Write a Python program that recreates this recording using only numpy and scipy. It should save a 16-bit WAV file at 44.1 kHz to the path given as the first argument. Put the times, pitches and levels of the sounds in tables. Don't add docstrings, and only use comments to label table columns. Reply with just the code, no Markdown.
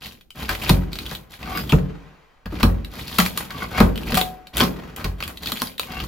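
import sys
import numpy as np
from scipy import signal
from scipy.fft import rfft, irfft, next_fast_len
from scipy.io import wavfile
from scipy.ndimage import map_coordinates

SR = 44100
rng = np.random.default_rng(int(sys.argv[2]) if len(sys.argv) > 2 else 0)


def pcm_store(signal):
    levels = np.round(np.clip(np.atleast_2d(signal), -1, 1) * 32767)
    wavfile.write(sys.argv[1], SR, levels.astype(np.int16).T)


N = 268039
TIME = np.arange(N) / SR
STONE_WIDTH_SHARE, STONE_RING_DB = 0.3, 12

# t/s, swing level/dB, final swing f/Hz, board level/dB, joist level/dB, clunk level/dB
FLOOR_BLOWS = [(0.4885, -62, 187, -56, -27.5, -48), (0.6995, -6, 164.7, -18, -12.5, -32.5),
               (1.113, -28, 142, -56, -38, -44.5), (1.726, -8.5, 151, -17, -17.5, -31.5),
               (2.456, -28.5, 175, -63.5, -28, -46), (2.522, -26, 284, -37, -34, -49),
               (2.632, -8.5, 197, -21.5, -10.5, -28.5), (3.186, -11, 179, -32.5, -33, -35.5),
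               (3.803, -5, 190.6, -19.5, -12.5, -20.5), (4.124, -19, 204, -27, -25, -55),
               (4.619, -21, 206, -24, -38, -29.5), (5.046, -26, 127, -32.5, -20.5, -41),
               (5.522, -30.5, 213, -47, -55, -51), (5.616, -28, 220, -44, -43, -41)]
# f/Hz, relative level/dB
GRIND_SPECTRUM = [(150, -8), (450, 3.5), (1100, 3), (1800, -0.5), (2900, -6), (6000, -18), (16000, -31.5)]
RUMBLE_SPECTRUM = [(20, -45.5), (47, 4.5), (65, 4.5), (95, -1), (180, 0.5), (280, -6.5), (450, -12.5),
                   (1000, -48)]
BODY_SPECTRUM = [(120, -19), (350, 2), (700, 1.5), (1150, 3), (1700, -8), (4000, -68)]
CRACK_SPECTRUM = [(700, -11.5), (1500, -0.5), (2300, 2.5), (3500, 0), (4600, -0.5), (6000, -11),
                  (9000, -16)]
FIZZ_SPECTRUM = [(3500, -7.5), (6500, -4), (9000, 7.5), (11000, -2), (14000, 2.5), (16000, -8.5)]


def amp(db):
    return 10 ** (np.asarray(db) / 20)


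def unit(x):
    return x / np.sqrt(np.mean(x ** 2) + 1e-20)


def read(points, hz):
    f, value = np.transpose(points)
    return np.interp(np.log(hz + 1), np.log(f + 1), value)


def add(mix, s, sound):
    part = mix[max(0, round(s * SR)):][:len(sound)]
    part += sound[:len(part)]


def colour(x, spectrum, peaks=(), size=2048):
    hz = abs(np.fft.fftfreq(size, 1 / SR))
    db = read(spectrum, hz) + sum(lift / (1 + (2 * (hz - f) / width) ** 2) for f, width, lift in peaks)
    response = np.exp(np.conj(signal.hilbert(np.log(amp(db)))))
    taps = np.fft.ifft(response).real[:size // 2]
    return signal.fftconvolve(x, taps / np.linalg.norm(taps))[:len(x)]


def wander(rate):
    steps = rng.standard_normal(N // 10)
    return unit(np.interp(TIME * rate, np.arange(len(steps)), steps))


def grains(rate, spread_db):
    out = np.zeros(N)
    at = np.flatnonzero(rng.random(N) < rate / SR)
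    draw = rng.laplace(size=N)[at]
    out[at] = np.sign(draw) * amp(spread_db * np.minimum(abs(draw), 4))
    return unit(out)


def burst(spectrum, decay, span, peaks=(), crumble=0.026, linger=5):
    t = TIME[:SR // 6]
    puff, crumbs = rng.standard_normal((2, len(t)))
    force = puff * np.exp(-t / decay) + crumble * crumbs ** 3 * np.exp(-t / (linger * decay))
    x = colour(force * (1 - np.exp(-2 * t / decay)), spectrum, peaks)
    return x * np.sqrt(span * SR) / np.linalg.norm(x)


def ring(modes, rise_s, detune):
    t = TIME[:SR]
    out = np.zeros(SR)
    for hz, db, t60 in modes:
        detuned_hz = hz * (1 + detune * rng.uniform(-0.49, 1))
        out += amp(db - 60 * t / t60) * np.sin(2 * np.pi * detuned_hz * t)
    return out * (1 - np.exp(-t / rise_s))


def pushes(layer, fall_db_per_s, attack_s=0.015, touch_db=-52.5, build_share=0.67):
    # t/s, duration/s, grind level/dB, grit level/dB, weight level/dB
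    strokes = [(0.005, 0.059, -43, -32.5, -40), (0.344, 0.085, -31, -28, -30),
               (0.471, 0.044, -26, -25, -42), (0.586, 0.095, -26.5, -24.5, -26),
               (0.907, 0.12, -49.5, -37.5, -33.5), (1.048, 0.052, -38.5, -30.5, -42),
               (1.294, 0.06, -51.5, -40.5, -49), (1.386, 0.21, -31, -30.5, -24.5),
               (1.633, 0.053, -55, -48, -38), (2.497, 0.12, -29.5, -32, -27),
               (2.902, 0.11, -40.5, -32.5, -32), (3.057, 0.2, -35.5, -25, -33),
               (3.33, 0.08, -34, -33.5, -36), (3.495, 0.14, -36.5, -32.5, -27.5),
               (3.697, 0.081, -23, -25.5, -24), (3.958, 0.15, -39, -37, -27.5),
               (4.055, 0.12, -28, -20.5, -46), (4.527, 0.066, -23.5, -19.5, -20),
               (4.729, 0.15, -40, -50.5, -37.5), (4.957, 0.043, -29.5, -35.5, -33),
               (5.181, 0.094, -37.5, -37, -35), (5.401, 0.083, -37, -31.5, -33.5),
               (5.546, 0.11, -44.5, -30.5, -67), (5.799, 0.03, -39, -31.5, -40),
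               (5.879, 0.15, -39.5, -34.5, -29.5)]
    out, t = np.zeros(N), TIME[:SR]
    for s, length, grind_db, grit_db, weight_db in strokes:
        db = {"grind": grind_db, "grit": grit_db, "weight": weight_db}[layer]
        build_db = build_share * max(grind_db - touch_db, 0) * np.minimum(t / length - 1, 0)
        release_db = fall_db_per_s * np.maximum(t - length, 0)
        add(out, s, np.minimum(t / attack_s, 1) * amp(db + build_db - release_db))
    return out


def air(level_db=-58):
    # f/Hz, relative level/dB
    spectrum = [(50, 2), (100, -10), (16000, -47)]
    hush = np.array([colour(rng.standard_normal(N), spectrum, size=8192) for _ in range(2)])
    return amp(level_db) * (hush + hush.mean(0)) / 2


def scrape(grind_db=-4, grit_db=-10, pebbles_db=-9.5, slip_db=4, slips_per_s=130, bite_db=-42):
    # f/Hz, relative level/dB
    grit_spectrum = [(1000, -46.5), (2200, -13.5), (3400, 9), (4700, 0.5), (6200, -2.5), (11000, 0),
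                     (14000, -1.5), (16000, -10)]
    force = pushes("grind", fall_db_per_s=200) + settling()
    bite = np.clip(force / amp(bite_db), 0, 1)
    slips = amp(slip_db * np.minimum(wander(slips_per_s), 2))
    crushing = unit(slips * grains(rate=4500, spread_db=2.8))
    dust = rng.standard_normal(N)
    drive = bite * crushing + np.sqrt(1 - bite ** 2) * dust
    grinding = amp(grind_db) * force * colour(drive, GRIND_SPECTRUM)
    grit = colour(unit(slips * grains(rate=900, spread_db=2.1)), grit_spectrum)
    loose = amp(grit_db) * grit + amp(pebbles_db) * pebbles()
    return grinding + pushes("grit", fall_db_per_s=196) * loose


def pebbles(sizes=10, decay_cycles=1.8):
    out, t = np.zeros(N), TIME[:SR // 50]
    for hz in np.geomspace(2300, 4900, sizes):
        tick = np.sin(2 * np.pi * hz * t) * np.exp(-hz * t / decay_cycles)
        out += signal.oaconvolve(grains(rate=30, spread_db=3), tick)[:N]
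    return unit(out)


def rumble(level_db=-3):
    drumming = colour(grains(rate=400, spread_db=1.5), RUMBLE_SPECTRUM, size=16384)
    return amp(level_db) * pushes("weight", fall_db_per_s=109) * drumming


def ticks(decay_s=0.0016, fizz_db=-8):
    # t/s, level/dB, f/Hz
    drops = [(0.047, -44, 3880), (0.058, -32, 3360), (0.0785, -43, 3700), (0.21, -44, 3220),
             (0.3045, -35, 3050), (0.551, -25.5, 3080), (0.9304, -26, 3970), (0.955, -29, 4150),
             (0.9873, -24, 4400), (1.063, -26.5, 3240), (1.112, -27.5, 1750), (1.15, -25.5, 3430),
             (1.338, -36.5, 2290), (2.847, -31, 3520), (3.079, -27.5, 4270), (3.9572, -28, 2870),
             (3.976, -26, 3000), (4.033, -33, 2920), (4.47, -36.5, 4070), (5.236, -24, 3270),
             (5.372, -30.5, 3930), (5.433, -29.5, 4000), (5.4588, -22, 4500), (5.4708, -20, 3600),
             (5.485, -27, 4300), (5.571, -27.5, 3550), (5.599, -29, 4760), (5.671, -28, 4550),
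             (5.78, -27.5, 3740)]
    out = np.zeros(N)
    for s, db, hz in drops:
        stone = [(hz, STONE_WIDTH_SHARE * hz, STONE_RING_DB)]
        crack = burst(CRACK_SPECTRUM, decay_s, span=0.0021, peaks=stone)
        fizz = amp(fizz_db) * burst(FIZZ_SPECTRUM, decay_s, span=0.0023)
        add(out, s, amp(db) * (crack + fizz))
    return out


def thuds(swell_s=0.011, glide=1.275, glide_s=0.0046, lift_db=1):
    # f/Hz, level/dB, T60/s
    board_modes = [(112.5, 0, .22), (144, 5, 0.24), (181, 5.5, .38), (218, -2, 0.18), (272, -7.5, 0.48),
                   (361, -15, 0.4), (559, -15, 0.4)]
    joist_modes = [(48.5, 1, 0.72), (69.3, -9, .6), (88.8, 0, 0.42)]
    rammed_shovel_modes = [(520, 0, .08), (720, -4, .07), (1035, 1, .055), (1115, -3, .06)]
    out, t = np.zeros(N), TIME[:SR]
    for s, swing_db, hz, board_db, joist_db, clunk_db in FLOOR_BLOWS:
        cycles = hz * (t + glide * glide_s * (1 - np.exp(-t / glide_s)))
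        swing = np.sin(2 * np.pi * cycles) * (t / swell_s * np.exp(1 - t / swell_s)) ** 2
        add(out, s, amp(swing_db + lift_db) * swing)
        add(out, s, amp(board_db) * ring(board_modes, rise_s=0.0017, detune=0.025))
        add(out, s, amp(joist_db + lift_db) * ring(joist_modes, rise_s=0.0095, detune=0.032))
        rattle = burst(RUMBLE_SPECTRUM, decay=0.017, span=0.045, peaks=[(680, 490, 17)], crumble=0)
        add(out, s, amp(board_db) * rattle)
        add(out, s, amp(clunk_db) * ring(rammed_shovel_modes, rise_s=0.00038, detune=0.037))
        add(out, s, amp(clunk_db) * burst(BODY_SPECTRUM, decay=0.0097, span=0.083))
    return out


def settling(relative_db=-23, fall_db_per_s=28):
    out = np.zeros(N)
    for s, _, _, board_db, _, _ in FLOOR_BLOWS:
        add(out, s, amp(board_db + relative_db - fall_db_per_s * TIME))
    return out


def knocks(heft=0.38, body_db=-2, crack_db=-1, fizz_db=-1):
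    # t/s, level/dB, brightness/dB, contact time/s, f/Hz
    impacts = [(0.4911, -16, -5, 0.0034, 1500), (0.614, -22.5, -4.5, 0.017, 2750),
               (0.6935, -13.5, 1.5, 0.0016, 3500), (0.697, -11.5, -8, 0.00081, 910),
               (1.4289, -30, -16, 0.0018, 2400), (1.573, -21.5, -2, 0.0028, 1600),
               (1.6909, -19.5, -6.5, 0.014, 3320), (1.7221, -16, -9.5, 0.00083, 2730),
               (2.457, -31, -13.5, 0.0047, 1500), (2.6301, -12.5, -3, 0.002, 990),
               (3.184, -8.5, 0.5, 0.0056, 1310), (3.1998, -11, -5, 0.0028, 810),
               (3.262, -20, 0.5, 0.0011, 2280), (3.3743, -19.5, 5.5, 0.0029, 1110),
               (3.5044, -26.5, -10, 0.0048, 1650), (3.787, -29, -8, 0.0025, 4100),
               (3.802, -13.5, -5, 0.0032, 1070), (4.121, -20, -16, 0.0013, 1150),
               (4.1439, -19.5, 2, 0.0014, 3520), (4.1524, -20, 5, 0.0018, 3070),
               (4.1717, -15, 3.5, 0.0035, 1140), (4.213, -14, -5.5, 0.00074, 3520),
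               (4.569, -20.5, 7, 0.0022, 3200), (4.581, -21.5, 5.5, 0.0016, 3370),
               (4.5996, -21, 4.5, 0.0016, 1500), (4.604, -9.5, -23, 0.0019, 3300),
               (4.611, -13.5, -22, 0.0014, 1260), (4.629, -17.5, -24, 0.0075, 1100),
               (4.9619, -34, 7.5, 0.0041, 2980), (5.0424, -20.5, -6, 0.0049, 1060),
               (5.204, -26, -12, 0.0016, 1280), (5.2254, -21.5, -10, 0.00084, 2700),
               (5.2778, -29.5, 4, 0.0017, 1100), (5.5194, -19, 0.5, 0.0013, 3400),
               (5.6194, -18.5, 3, 0.00041, 1030), (5.796, -18, -0.5, 0.00068, 4000),
               (6.001, -23.5, -27, 0.0031, 2760)]
    out = np.zeros(N)
    for s, db, bright_db, contact, hz in impacts:
        stone = [(hz, STONE_WIDTH_SHARE * hz, STONE_RING_DB)]
        body_gain = amp(body_db + heft * db)
        body = body_gain * burst(BODY_SPECTRUM, 1.62 * contact, span=0.0041, peaks=stone)
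        crack = amp(crack_db) * burst(CRACK_SPECTRUM, 0.82 * contact, span=0.003, peaks=stone)
        fizz = amp(fizz_db + bright_db) * burst(FIZZ_SPECTRUM, 0.67 * contact, span=0.0015)
        add(out, s, amp(db) * (body + crack + fizz))
    return out


def rasp(judder_per_s=68, uneven=0.45, spread_db=1.5, decay_share=0.32, sing_width_hz=260, sing_db=7):
    # t/s, duration/s, level/dB, emphasised f/Hz
    drags = [(1.403, 0.15, -38.5, 745), (1.498, 0.12, -31.5, 1140), (3.478, 0.23, -39, 1070),
             (3.601, 0.059, -34.5, 2220), (3.717, 0.14, -28, 2270), (5.858, 0.18, -36.5, 2760)]
    # f/Hz, width/Hz, lift/dB
    resonances = [(738, 50, 13), (1150, 100, 15), (1510, 90, 11), (2180, 110, 16), (2750, 160, 12),
                  (3310, 130, 12), (4140, 170, 12), (4880, 200, 15)]
    jerks = np.cumsum(judder_per_s * np.exp(uneven * wander(judder_per_s))) / SR
    strength = amp(spread_db * rng.standard_normal(N))[jerks.astype(int)]
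    drive = unit(strength * np.exp(-(jerks % 1) / decay_share) * rng.standard_normal(N))
    warped_index = np.cumsum(1 + 0.008 * wander(rate=24))
    out = np.zeros(N)
    for s, length, db, hz in drags:
        blade = colour(drive, GRIND_SPECTRUM, resonances + [(hz, sing_width_hz, sing_db)])
        out += swell(s, length, db) * map_coordinates(blade, [warped_index], order=3, mode="mirror")
    return out


def swell(s, length, db):
    return amp(db) * np.sin(np.pi * np.clip((TIME - s) / length, 0, 1))


def squeal():
    # t/s, duration/s, level/dB
    slides = [(1.535, 0.093, -36.5)]
    # f/Hz, width/Hz, level/dB
    partials = [(4900, 170, -7), (13100, 450, -12), (14300, 500, -11)]
    tone = sum(amp(db) * wander(2 * width) * np.sin(2 * np.pi * hz * TIME) for hz, width, db in partials)
    return sum(swell(*slide) for slide in slides) * unit(tone)


def clangs():
    # t/s, level/dB
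    blows = [(4.102, -37.5), (4.171, -23)]
    # f/Hz, level/dB, T60/s
    blade_modes = [(590, -1, .07), (732, -2, .8), (745, 5, .11), (850, -2, .07), (1175, -1, .09)]
    out = np.zeros(N)
    for s, db in blows:
        add(out, s, amp(db) * ring(blade_modes, rise_s=0.00017, detune=0.017))
    return out


def room(x, wet_db=-2, onset_s=0.00042, reflections_per_s=3000):
    # f/Hz, T60/s
    decay_times = [(180, 0.63), (420, 0.72), (1100, 0.15), (3000, 0.11), (15000, 0.3)]
    # f/Hz, correlation coefficient
    correlation = [(100, 0.99), (500, 0.026), (1100, -0.61), (2400, 0.039), (5000, -0.68), (8500, 0.98),
                   (13000, 0.96)]
    taps = rng.choice([-1., 1.], (2, SR)) * (rng.random((2, SR)) < reflections_per_s / SR)
    hz, at, bands = signal.stft(taps, SR, nperseg=256)
    alike = np.clip(read(correlation, hz), -1, 1)[:, None]
    bands = np.array([bands[0], alike * bands[0] + np.sqrt(1 - alike ** 2) * bands[1]])
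    t60 = read(decay_times, hz)[:, None]
    tail = signal.istft(bands * amp(-60 * at / t60) / np.sqrt(t60), SR, nperseg=256)[1][:, :SR]
    tail *= 1 - np.exp(-(TIME[:SR] / onset_s) ** 2)
    tail /= np.linalg.norm(tail, axis=1, keepdims=True)
    above_bass = signal.sosfilt(signal.butter(1, 260, "high", fs=SR, output="sos"), x)
    return x + amp(wet_db) * signal.fftconvolve(above_bass[None], tail, axes=1)[:, :N]


def scene():
    return air() + room(knocks() + ticks() + thuds() + scrape() + rasp() + squeal() + clangs() + rumble())


def record(dry, ceiling=0.98, cutoff_hz=15950):
    # f/Hz, phase/rad
    left_lead = [(100, 0), (2200, .2), (2900, .8), (4800, .5), (5800, -1.1), (6800, -.9), (8600, -3.14),
                 (10300, -4.3), (12500, -6.2)]
    # f/Hz, level/dB
    left_excess = [(500, 0.5), (1100, 2), (2300, 1.5), (3400, 0.5), (6000, 0.5)]
    size = next_fast_len(N + SR // 4)
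    hz = np.fft.rfftfreq(size, 1 / SR)
    balance = amp(read(left_excess, hz) / 2)
    responses = np.array([balance, np.exp(-1j * read(left_lead, hz)) / balance])
    heard = irfft(rfft(dry, size) * responses, size)[:, :N]
    rounded = heard / (1 + (heard / ceiling) ** 8) ** (1 / 8)
    low_pass = signal.firwin(255, cutoff_hz, window=("kaiser", 8), fs=SR)
    return signal.oaconvolve(rounded, low_pass[None], "same")


dry = scene()
out = record(dry)
pcm_store(out)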